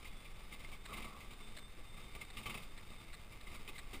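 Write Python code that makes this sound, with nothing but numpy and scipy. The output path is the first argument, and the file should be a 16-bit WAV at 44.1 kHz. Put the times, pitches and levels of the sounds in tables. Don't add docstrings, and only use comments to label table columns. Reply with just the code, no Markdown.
import sys
import numpy as np
from scipy import signal
from scipy.fft import rfft, irfft
from scipy.io import wavfile

SR = 44100
rng = np.random.default_rng(int(sys.argv[2]) if len(sys.argv) > 2 else 0)


def put_to_file(sound):
    columns = np.atleast_2d(sound).T
    safe = np.clip(columns, -1, 1)
    whole_steps = np.round(safe * 32767)
    wavfile.write(sys.argv[1], SR, whole_steps.astype(np.int16))


N = 176400
T = np.arange(N) / SR

# time in seconds, tyre level in dB.
GROUND_ROUGHNESS = [(0, -58), (.3, -60.5), (.62, -55), (.83, -60), (.91, -53.5), (1.05, -53.5),
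                    (1.14, -57.5), (1.5, -58), (1.72, -61), (2.0, -58), (2.33, -58), (2.53, -51),
                    (2.68, -60.5), (2.92, -56.5), (3.22, -60.5), (3.44, -58.5), (3.54, -53.5),
                    (3.63, -58.5), (4, -57)]
# frequency in Hz, gain in dB.
TYRE_TONE = [(100, 5), (300, 1), (700, 1), (2300, -2), (5000, 4), (9500, -2), (15000, 3)]
GRIT_PER_S, GRIT_SPREAD_DB, JUDDER_DB = 3000, 1.5, 1.5
def tyres():
    ground_db, = in_time(GROUND_ROUGHNESS)
    grit = impacts(GRIT_PER_S, GRIT_SPREAD_DB) * from_db(ground_db + JUDDER_DB * drift(hz=30.7))
    return grit.std() * colour(grit, TYRE_TONE, through_body=True)


# start in seconds, rattle level in dB, length in seconds,
# ring pitch in Hz, thud level in dB.
RATTLES = [(0.043, -56, 0.042, 2490, -70), (0.244, -58, .018, 2360, -72), (0.521, -52, 0.019, 2080, -63.5),
           (0.595, -58.5, 0.015, 2100, -67), (0.714, -54.5, 0.023, 2290, -59.5),
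           (0.927, -48.5, 0.016, 2090, -72), (0.967, -50, .017, 2800, -52),
           (1.019, -51.5, 0.0088, 2280, -72), (1.042, -52, 0.01, 2140, -50.5),
           (1.202, -54.5, 0.012, 2070, -73), (1.306, -54, 0.0061, 2420, -55.5),
           (1.969, -55.5, .0076, 2150, -60.5), (2.148, -49.5, 0.0076, 2380, -55),
           (2.21, -47.5, 0.0097, 2130, -56.5), (2.367, -48, 0.021, 2850, -57),
           (2.428, -52.5, .007, 2800, -75), (2.456, -46, 0.015, 2600, -49.5), (2.494, -47, .013, 2680, -50),
           (2.54, -48, 0.014, 2540, -51.5), (2.573, -51, 0.0082, 2560, -62), (2.624, -55, 0.013, 2250, -80),
           (3.319, -56.5, 0.01, 2360, -65), (3.471, -54.5, 0.0072, 2120, -74),
           (3.542, -51.5, 0.01, 2340, -58), (3.674, -49.5, 0.021, 2505, -58),
           (3.748, -56.5, 0.022, 2050, -80), (3.929, -49, 0.026, 2020, -58.5)]
# frequency in Hz, gain in dB.
RATTLE_TONE = [(150, -17.5), (1100, -6), (2000, 0.5), (3200, 7), (9000, 4), (15000, 10)]
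THUD_TONE = [(40, -17.5), (120, 0.5), (380, -5), (1200, 1.5), (2000, -10.5), (6000, -69)]
CONTACTS_PER_S, CONTACT_SPREAD_DB, RING_GAIN = 5000, -0.5, 1.9
def rattles():
    contacts = impacts(CONTACTS_PER_S, CONTACT_SPREAD_DB)
    pushes = rng.standard_normal(N)
    buzz, ring, thud = 0, 0, 0
    for start, db, length, hz, thud_db in RATTLES:
        shake = burst(contacts, start, db, length, decay_s=.011)
        buzz += shake
        ring += resonate(shake, hz, width_hz=61)
        thud += burst(pushes, start, thud_db, length, decay_s=.018)
    loose_parts = buzz.std() * colour(buzz + RING_GAIN * ring, RATTLE_TONE, through_body=True)
    return loose_parts + thud.std() * colour(thud, THUD_TONE, through_body=True)


# start in seconds, ring peak in dB, pitch in Hz.
CLINKS = [(.054, -46, 2120), (.526, -48, 2140), (.648, -43, 2130), (1.207, -54, 2070), (2.459, -46.5, 2340),
          (2.471, -43.5, 3070), (2.5, -47, 2220), (2.511, -46, 2800), (2.547, -48, 2320),
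          (3.102, -53, 2210), (3.471, -48, 2130)]
RING_DECAY_S, CLACK_DECAY_S, CLACK_DB = .0075, .0019, -9
def clinks():
    contacts = impacts(CONTACTS_PER_S, CONTACT_SPREAD_DB)
    clack, ring = 0, 0
    for start, db, hz in CLINKS:
        age = np.maximum(T - start, 0)
        strike = from_db(db + CLACK_DB) * (T > start) * np.exp(-age / CLACK_DECAY_S)
        clack += strike.std() * rms_one(contacts * strike)
        ring += from_db(db) * np.sin(2 * np.pi * hz * age) * np.exp(-age / RING_DECAY_S)
    return ring + clack.std() * colour(clack, RATTLE_TONE, through_body=True)


# start in seconds, level in dB, length in seconds.
CHATTERS = [(.852, -50, .012), (1.332, -57, .008), (1.565, -50.5, .013), (1.583, -52.5, .01),
            (2.245, -56.5, .009), (2.301, -51.5, .005), (2.773, -56.5, .017), (3.126, -54, .025),
            (3.408, -55, .006), (3.778, -50.5, .021)]
# frequency in Hz, gain in dB.
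CHATTER_TONE = [(300, -7), (1400, -5), (1900, 2.5), (2400, 0), (3000, -7), (3900, 1.5), (4600, -11),
                (6000, -23), (7300, -15), (8150, -3.5), (9100, -15), (9800, -11), (12300, -34),
                (14200, -16)]
def fitting():
    contacts = impacts(per_s=2200, spread_db=2.5)
    chatter = sum(burst(contacts, start, db, length, decay_s=.0033) for start, db, length in CHATTERS)
    return chatter.std() * colour(chatter, CHATTER_TONE)


# start in seconds, level in dB, pitch in Hz.
KNOCKS = [(1.772, -61, 368), (2.147, -59.5, 386), (3.677, -57, 364), (3.929, -52.5, 307)]
def knocks():
    pushes = rng.standard_normal(N)
    notes = 0
    for start, db, hz in KNOCKS:
        jolt = burst(pushes, start, db, length_s=.02, decay_s=.02)
        notes += jolt.std() * rms_one(resonate(jolt, hz, width_hz=140))
    return notes


# time in seconds, level in dB.
DRONE_SWELL = [(.86, -79), (.895, -52.5), (1.06, -63.5), (1.13, -57), (1.4, -90)]
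# frequency in Hz, gain in dB.
DRONE_TONE = [(150, -16), (450, -11.5), (950, -16.5), (1120, -1), (1300, -8.5), (1700, -44)]
def frame_drone():
    db, = in_time(DRONE_SWELL)
    return from_db(db) * colour(impacts(GRIT_PER_S, GRIT_SPREAD_DB), DRONE_TONE)


# time in seconds, pitch in Hz, level in dB.
WHINE = [(0, 3380, -84), (.17, 3455, -70.5), (.4, 3520, -78), (.81, 3570, -74), (.95, 3680, -67),
         (1.14, 3530, -76), (1.39, 3605, -72), (1.42, 3565, -63), (1.475, 3565, -64.5), (1.53, 3650, -74),
         (1.6, 3590, -65.5), (1.645, 3580, -64.5), (1.69, 3620, -75), (1.83, 3650, -77), (1.9, 3580, -64.5),
         (1.97, 3615, -70), (2.07, 3597, -67.5), (2.25, 3660, -70), (2.68, 3585, -72), (2.86, 3640, -76),
         (2.9, 3660, -66), (2.97, 3595, -70), (3.4, 3640, -84)]
PITCH_SUM_HZ, UPPER_TONE_DB, FLUTTER_DB = 12005, -7, 2.0
def drive():
    hz, db = in_time(WHINE)
    wobble = .0006 * from_db(db.max() - db)
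    hz = hz * (1 + wobble * drift(hz=40))
    lower, upper = (np.sin(2 * np.pi * np.cumsum(pitch) / SR) for pitch in (hz, PITCH_SUM_HZ - hz))
    amplitude = np.sqrt(2) * from_db(db + FLUTTER_DB * drift(hz=30))
    return amplitude * (lower + from_db(UPPER_TONE_DB) * upper)


# frequency in Hz, gain in dB.
RUMBLE_TONE = [(4, -7), (11, 0), (24, -3.5), (45, -13.5), (80, -20.5), (130, -28.5), (700, -57)]
def rumble():
    return from_db(-50.5) * colour(rng.standard_normal(N), RUMBLE_TONE)


# frequency in Hz, gain in dB.
AIR_TONE = [(50, -3.5), (800, -12.5), (2000, -14.5), (5000, -40)]
def outdoor_air():
    return from_db(-66) * colour(rng.standard_normal(N), AIR_TONE)


# frequency in Hz, gain in dB.
SIDE_TONE = [(30, -26), (500, 0.5), (2500, -7), (5500, -3.5), (10000, -28)]
def side_noise():
    return from_db(-81) * colour(rng.standard_normal(N), SIDE_TONE) * np.array([[1], [-1]])


# frequency in Hz, gain in dB.
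BODY_TONE = [(100, 1), (280, -4), (400, -3.5), (640, -9), (1000, -10), (1280, -6.5), (1550, -15),
             (1920, -9.5), (2200, -2.5), (2750, -7.5), (3350, -11.5), (3800, -10.5), (4200, -20.5),
             (6500, -21.5), (7900, -21), (8800, -17), (9850, -12.5), (10250, -24.5), (12100, -39.5),
             (13750, -33), (14100, -19), (15300, -25)]
# centre in Hz, width in Hz, gain in dB.
BODY_RESONANCES = [(217, 18, 8), (860, 90, 4), (1170, 120, 8), (2085, 130, 7), (2330, 45, 3), (2544, 40, 4),
                   (2670, 25, 4), (3690, 140, 2.5), (4720, 500, 4.5), (6020, 330, -12), (7330, 400, 4),
                   (8340, 190, 7), (10830, 180, 9), (13180, 220, 12)]
def colour(x, tone, through_body=False):
    size = 2 * N
    hz = np.maximum(np.arange(N + 1) * SR / size, 1)
    db = 0
    for curve in [tone, BODY_TONE] if through_body else [tone]:
        points_hz, points_db = np.transpose(curve)
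        db += np.interp(np.log(hz), np.log(points_hz), points_db)
    if through_body:
        for centre, width, lift in BODY_RESONANCES:
            db += lift / (1 + (2 * (hz - centre) / width) ** 2)
    cepstrum = irfft(np.log(from_db(db)))
    response = np.exp(rfft(2 * cepstrum[:N], size))
    return rms_one(irfft(rfft(x, size) * response)[:N])


def impacts(per_s, spread_db):
    sizes = from_db(spread_db * np.minimum(rng.exponential(1, N), 4)) * rng.choice([-1, 1], N)
    return rms_one(sizes * (rng.random(N) < per_s / SR))


def burst(source, start, db, length_s, decay_s, attack_s=.0035):
    age = T - start
    envelope = np.clip(age / attack_s, 0, 1) * np.exp(-np.clip((age - length_s) / decay_s, 0, 20))
    return from_db(db) * envelope.std() * rms_one(source * envelope)


def resonate(x, hz, width_hz):
    r = np.exp(-np.pi * width_hz / SR)
    feedback = [1, -2 * r * np.cos(2 * np.pi * hz / SR), r * r]
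    return signal.lfilter(np.array([1, 0, -1]) * (1 - r * r) / 2, feedback, x + 1e-18)


def drift(hz):
    r = np.exp(-2 * np.pi * hz / SR)
    return rms_one(signal.lfilter([1], [1, -2 * r, r * r], rng.standard_normal(N + SR))[SR:])


def in_time(rows):
    seconds, *columns = np.transpose(rows)
    return [np.interp(T, seconds, column) for column in columns]


def from_db(db):
    return 10 ** (np.asarray(db) / 20)


def rms_one(x):
    return x / np.sqrt(np.mean(x ** 2) + 1e-20)


def scene():
    chair = tyres() + rattles() + clinks() + fitting() + knocks() + frame_drone() + drive() + rumble()
    return chair + outdoor_air() + side_noise()


def record(dry, cutoff_hz=15300):
    return signal.sosfilt(signal.ellip(12, .2, 80, cutoff_hz, fs=SR, output="sos"), dry)


dry = scene()
out = record(dry)
put_to_file(out)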